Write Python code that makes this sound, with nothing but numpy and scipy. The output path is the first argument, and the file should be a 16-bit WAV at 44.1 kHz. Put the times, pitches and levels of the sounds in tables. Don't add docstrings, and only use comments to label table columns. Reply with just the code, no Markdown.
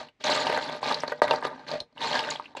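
import sys
import numpy as np
from scipy import signal
from scipy.fft import rfft, irfft
from scipy.io import wavfile
from scipy.ndimage import uniform_filter1d

SR = 44100
rng = np.random.default_rng(int(sys.argv[2]) if len(sys.argv) > 2 else 0)


def invert_db(level):
    return 10 ** (np.asarray(level, dtype=float) / 20)


def unload_wav(signal):
    wavfile.write(
        sys.argv[1],
        SR,
        np.round(np.clip(np.atleast_2d(signal).T, -1, 1) * 32767).astype(np.int16),
    )


N = 114660

# f/Hz, level/dB
HUSH_SPECTRUM = [(18, -33), (30, 16.5), (709, 6.5), (917, 3.5), (1570, -0.5), (1980, 6.5), (13000, -21.5),
                 (14000, -61)]
# f/Hz, level/dB
RUB_SPECTRUM = [(30, -27), (100, -17), (155, -3.5), (200, -9.5), (265, 2.5), (340, -2)]
# start t/s, length t/s, level/dB, f/Hz, t60 t/s
DRAGS = [
    (0.39, 0.027, -46.5, 6950, 0.042),
    (.63, 0.012, -56, 7100, .02),
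    (1.721, 0.054, -41, 639, 0.12),
    (1.801, 0.024, -46.5, 625, 0.02),
    (2.002, 0.11, -39.5, 906, 0.078),
    (2.061, 0.041, -54, 7160, 0.041),
    (2.117, 0.086, -38, 1644, 0.033),
]
# f/Hz, level/dB, t60 t/s
BOARD_MODES = [(476.2, -10.5, 0.54), (610, 4.5, 0.11), (635, 9.5, 0.052), (797, 11, 0.017),
               (907, 14.5, 0.048), (955, 15.5, 0.019), (1200, 13.5, 0.023), (1567, 17, 0.019),
               (1894, 4.5, 0.071)]
# f/Hz, level/dB
BUTTON_SPECTRUM = [(1060, -30), (1800, 2.5), (2490, -6), (4360, 1.5), (5260, -10), (7230, -12.5),
                   (8440, -22.5), (13100, -43), (14000, -46)]
# t/s, stirring force level/dB, clack share level/dB re force
SWEEPS = [
    [(0, -34, -5.5), (.015, -41, -4.5), (.05, -50, -5), (.09, -57.5, -8), (.13, -108.5, 10)],
    [(.19, -82, -10), (.208, -47.5, 1), (.236, -61.5, 12.5), (.241, -31, -0.5), (.3, -24, -3.5),
     (.45, -31.5, -4.5), (.53, -27.5, -8), (.65, -35.5, -6.5), (.72, -35, -6.5), (.8, -46.5, -6)],
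    [(.805, -49.5, -8), (.83, -37.5, -1), (.9, -24, -5.5), (.96, -38, -6), (1.03, -40, -2.5),
     (1.06, -40, -16), (1.1, -36.5, -6), (1.14, -53, -4.5), (1.2, -49, -8)],
]
# t/s, stirring force level/dB, clack share level/dB re force
LATER_SWEEPS = [
    [(1.222, -29.5, -5), (1.27, -30, -19), (1.33, -25, -12.5), (1.41, -43.5, -13), (1.45, -30, -7),
     (1.5, -39, -17.5), (1.6, -46.5, -13), (1.66, -53, -10)],
    [(1.665, -44, -10), (1.685, -38, -3.5), (1.74, -35.5, -3.5), (1.79, -46, -8), (1.82, -51.5, -6),
     (1.85, -69, -19), (1.95, -77, -6)],
    [(1.945, -75, -6), (1.962, -52, -7), (1.975, -50.5, -13), (2.02, -35, 0), (2.16, -27.5, -4),
     (2.26, -36.5, -7), (2.32, -37.5, 3), (2.39, -51, -2), (2.54, -58, -8.5)],
    [(2.552, -49, -34.5), (2.565, -47, 2), (2.575, -42, -2.5), (2.6, -45, -9)],
]
# t/s, peak level/dB, favoured mode f/Hz, bunch length t/ms
KNOCKS = [(0.012, -28.5, 650, 4.4), (.209, -41, 564, 5.2), (.244, -24.5, 620, 13), (.36, -16.5, 1200, 4),
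          (.498, -14.5, 646, 3.6), (0.537, -28, 920, 4.4), (0.678, -35, 606, 18), (.818, -34, 619, 5),
          (.857, -21.5, 630, 5), (.962, -26, 580, 6.2), (1.294, -25, 900, 4.7), (1.527, -32.5, 870, 5.7),
          (1.69, -31, 611, 5.5), (1.926, -57, 620, 3), (1.972, -36, 842, 4), (2.009, -27, 883, 11.4),
          (2.044, -28, 894, 5), (2.064, -22, 900, 4.9), (2.111, -25, 813, 3.5), (2.197, -20.5, 880, 6),
          (2.288, -19.5, 1570, 3.4), (2.354, -27, 810, 3.7), (0.269, -20, 902, 1.2),
          (0.293, -17.5, 940, 8.6), (0.468, -14, 804, 1.9), (0.524, -19.5, 642, 16.3),
          (0.574, -15, 687, 9.7), (0.695, -21, 610, 7.2), (0.751, -28.5, 600, 5.7), (0.829, -17, 935, 7.7),
          (0.911, -13, 956, 7.7), (1.035, -13, 636, 2.7), (1.078, -22, 610, 9.2), (1.118, -17.5, 670, 9.7),
          (1.218, -3.5, 630, 4.3), (1.241, -17, 633, 5.4), (1.279, -21.5, 900, 4.6), (1.309, -7, 965, 5),
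          (1.336, -13, 880, 5.5), (1.425, -22.5, 624, 4), (1.451, -14.5, 810, 4.8), (1.711, -27.5, 613, 15),
          (1.735, -21.5, 622, 6.1), (1.754, -24, 601, 4.4), (1.802, -38, 610, 1.9), (2.155, -16.5, 863, 12),
          (2.317, -26, 920, 9.6), (2.397, -22, 998, 4.2), (2.549, -29.5, 860, 5.3),
          (2.569, -28.5, 840, 3.5)]
# t/s, peak level/dB, ring f/Hz
CLACKS = [(1.3095, -17.5, 2700), (2.577, -35.5, 2900), (1.279, -20.5, 2040), (0.239, -21, 4010),
          (.268, -21.5, 4300), (.312, -34, 4400), (0.4676, -21.5, 3170), (.4968, -25, 2940),
          (0.5253, -18.5, 2160), (0.829, -30.5, 4500), (.8929, -29.5, 4070), (1.2184, -28.5, 4500),
          (1.232, -36, 4770), (1.3085, -21.5, 4400), (1.7135, -22, 4570), (2.0066, -32.5, 4410),
          (2.0218, -27, 3830), (2.3565, -26.5, 3220), (2.5511, -44, 3780), (0.0853, -42.5, 2860),
          (0.2992, -19, 4300), (0.3526, -17.5, 4050), (0.6388, -30, 4600), (0.6887, -28, 3400),
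          (0.857, -23.5, 2590), (0.923, -22, 3800), (0.9432, -16.5, 4250), (1.0025, -27, 5000),
          (1.077, -26.5, 4400), (1.2504, -31, 3900), (1.3085, -18, 3710), (1.3578, -27, 4640),
          (1.4477, -33, 2550), (1.684, -28, 4250), (1.802, -21, 4150), (1.926, -62, 4600),
          (1.9774, -32.5, 2960), (2.0153, -24, 3360), (2.0378, -25, 4120), (2.1275, -20, 3020),
          (2.19, -17, 3210), (2.239, -25.5, 2630), (2.288, -32, 3250), (2.3072, -21, 4020),
          (2.4402, -41, 2600), (2.4563, -34, 2610), (2.5699, -32.5, 2660)]
# t/s, peak level/dB, ring f/Hz
SNAPS = [(.258, -31, 6600), (.276, -37, 6400), (.303, -33, 7200), (.313, -35, 7300), (.333, -28, 6350),
         (.3476, -26, 7300), (.36, -28, 7300), (.405, -42, 9600), (.425, -48, 9600), (.639, -48, 8400),
         (.815, -47, 7000), (2.178, -46, 7100), (2.289, -58, 9100), (2.5676, -38.5, 7400),
         (.241, -24, 6140), (.4575, -43, 9700), (.4865, -44, 9200), (0.65, -46, 9670), (.7625, -47, 10400),
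         (.826, -45.5, 8140), (1.0195, -45, 8200), (1.0295, -44, 9730), (1.231, -39, 8700),
         (1.278, -41.5, 10000), (1.408, -49, 8500), (1.4705, -41.5, 10600), (1.802, -40, 9560),
         (2.232, -48, 10900), (2.303, -22, 6880)]


def read(points, hz):
    f, value = np.transpose(points)
    return np.interp(np.log(hz + 1), np.log(f + 1), value)


def evened(x):
    return x / np.sqrt(np.mean(x ** 2) + 1e-20)


def add(mix, s, sound):
    part = mix[round(s * SR):][:len(sound)]
    part += sound[:len(part)]


def decaying(hz, db, t60, t):
    return invert_db(db - 60 * t / t60) * np.sin(2 * np.pi * hz * t)


def coloured(points):
    hz = np.fft.rfftfreq(N, 1 / SR)
    gain = invert_db(read(points, hz)) / (1 + (hz / points[-1][0]) ** 4)
    return evened(irfft(rfft(rng.standard_normal(N)) * gain, N))


def hush():
    return invert_db(-74.5) * coloured(HUSH_SPECTRUM)


def room(x):
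    level_db, t60 = -11, 0.1
    t = np.arange(10000) / SR
    tail = rng.standard_normal(len(t)) * invert_db(-60 * t / t60) * (t > .003)
    return invert_db(level_db) * signal.fftconvolve(x, tail / np.linalg.norm(tail))[:N]


def drag():
    out = np.zeros(N)
    for (start, length, db, hz, t60), d in zip(DRAGS, rng.standard_normal((len(DRAGS), 9000))):
        t = np.arange(0, length, 1 / SR)
        slips = d[:len(t)] * np.sin(np.pi * t / length)
        add(out, start, invert_db(db) * evened(signal.fftconvolve(slips, decaying(hz, 0, t60, t))))
    return out


def board(tone_hz, crack_db, draw):
    t = np.arange(5000) / SR
    count = len(BOARD_MODES)
    hz, db, t60 = np.transpose(BOARD_MODES)[:, :, None]
    hz = hz * (1 + .012 * draw[-count:, None].clip(-2, 2))
    place_db = 3 * draw[:count, None].clip(-1.5, 1.5)
    favour_db = 12 * np.exp(-(np.log2(hz / tone_hz) / 0.065) ** 2)
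    ring = decaying(hz, db + place_db + favour_db, t60, t).sum(0)
    thump_db, thump_s, thump_band_hz = 9, 0.015, (495, 2100)
    burst = np.resize(draw, len(t)) * np.exp(-t / thump_s)
    ring += invert_db(thump_db) * signal.lfilter(*signal.butter(2, thump_band_hz, "band", fs=SR), burst)
    thud_db, thud_t60 = 20.5, 0.024
    ring += decaying(1.116 * tone_hz, thud_db, thud_t60, t) * np.minimum(t * tone_hz, 1)
    contact_ms = 0.048
    u = np.arange(200) / (SR * contact_ms / 1000)
    contact = u * np.exp(-u)
    out = np.convolve(ring, contact / contact.sum())
    out[:len(t)] += invert_db(crack_db) * np.diff(burst, prepend=0) * np.exp(-t / 0.0012)
    return signal.lfilter(*signal.butter(3, 414, "high", fs=SR), out)


def button(hz, draw):
    tick_db, tick_s, attack_s = -13.5, 0.0012, 0.00024
    t = np.arange(1500) / SR
    out = invert_db(tick_db) * np.diff(draw, prepend=0) * np.exp(-t / tick_s) * .5
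    t60 = 0.0093 * invert_db(1.5 * draw[1].clip(-2, 2))
    twin_hz = hz * (1 + draw[2].clip(-1.5, 1.5) / 18)
    upper_hz = min(hz * (1.2 + 0.31 * draw[0]), 14000)
    for f, db in ((hz, 0), (twin_hz, -3), (upper_hz, -6)):
        tilt_db = 0.52 * (read(BUTTON_SPECTRUM, f) - read(BUTTON_SPECTRUM, hz))
        out += decaying(f, db + tilt_db, t60, t) * np.minimum(t / attack_s, 1)
    return out


def hand():
    clump_db, clump_s = 1.5, 0.007
    t, force, share = np.arange(N) / SR, np.zeros(N), np.zeros(N)
    for stroke in SWEEPS + LATER_SWEEPS:
        s, db, rel_db = np.transpose(stroke)
        force = np.maximum(force, invert_db(np.interp(t, s, db, -120, -120)))
        share = np.maximum(share, invert_db(np.interp(t, s, db + rel_db, -120, -120)))
    wander = evened(uniform_filter1d(rng.standard_normal(N), int(clump_s * SR)))
    clumps = invert_db(clump_db * wander)
    return force * clumps, share * clumps, force


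def stream(level, per_s, spread_db, shapes):
    size = invert_db(spread_db * np.minimum(rng.exponential(1, N), 3))
    size = size * (rng.random(N) < per_s / SR) * rng.choice([-1, 1], N)
    which = rng.integers(0, len(shapes), N)
    shape_energy = np.mean([(s ** 2).sum() for s in shapes])
    norm = np.sqrt(np.mean(size ** 2) * shape_energy)
    out = np.zeros(N)
    for k, shape in enumerate(shapes):
        out += signal.oaconvolve(size * level * (which == k), shape)[:N]
    return out / norm


def stirring():
    force, share, smooth = hand()
    place_draws = rng.standard_normal((12, 600))
    places = [board(f, -5, d) for f, d in zip(np.geomspace(500, 1700, num=12), place_draws)]
    tick_draws = rng.standard_normal((8, 1500))
    ticks = [button(f, d) for f, d in zip(np.geomspace(7000, 12500, num=8), tick_draws)]
    disc_draws = rng.standard_normal((40, 1500))
    discs = [invert_db(read(BUTTON_SPECTRUM, f)) * button(f, d)
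             for f, d in zip(np.geomspace(2000, 9000, num=40), disc_draws)]
    out = invert_db(-2) * stream(force, 1500, 4, places)
    out += invert_db(-1) * stream(share, 2200, -1.5, discs)
    out += invert_db(-36.5) * stream(share, 60, 3.7, ticks)
    rub_db = -26
    return out + invert_db(rub_db) * smooth ** 0.63 * coloured(RUB_SPECTRUM)


def chatter(sound, ms, draw):
    u = np.arange(len(draw)) / (max(ms, .5) * SR / 4000)
    contacts = (abs(draw) > 1.9) * np.sign(draw) * (u + 0.26) * np.exp(-u)
    contacts += (u == 0) * 0.089
    z = rfft(contacts, n=4096)
    evenness = 0.23
    z = z / uniform_filter1d(abs(z), size=9) ** evenness
    bunch = irfft(z)[:len(draw)] * np.exp(-u / 4)
    out = np.convolve(sound, bunch)
    return out / abs(out).max()


def hits():
    legs_db, legs_hz, legs_t60 = -31.5, 163, 0.069
    crack_db, clack_ms = 1.5, 8.2
    out, t = np.zeros(N), np.arange(5000) / SR
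    for (s, db, hz, ms), d in zip(KNOCKS, rng.standard_normal((len(KNOCKS), 1200))):
        add(out, s, invert_db(db) * chatter(board(hz, crack_db, d[:600]), ms, d[100:]))
        add(out, s, decaying(legs_hz, db + legs_db, legs_t60, t))
    strikes = CLACKS + SNAPS
    for (s, db, hz), d in zip(strikes, rng.standard_normal((len(strikes), 1500))):
        add(out, s, invert_db(db) * chatter(button(hz, d), clack_ms, d[700:]))
    return out


def scene():
    dry = stirring() + hits() + drag()
    return (dry + room(dry) + hush())[None]


def low_pass(x):
    return signal.sosfilt(signal.butter(12, 14340, fs=SR, output="sos"), x)


def record(dry):
    mic = signal.lfilter(*signal.butter(2, 8000, fs=SR), dry)
    mic = signal.sosfilt(signal.butter(3, 40.2, "high", fs=SR, output="sos"), mic)
    mic = signal.sosfilt(signal.butter(8, 12100, fs=SR, output="sos"), mic)
    return low_pass(mic)


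dry = scene()
out = record(dry)
unload_wav(out)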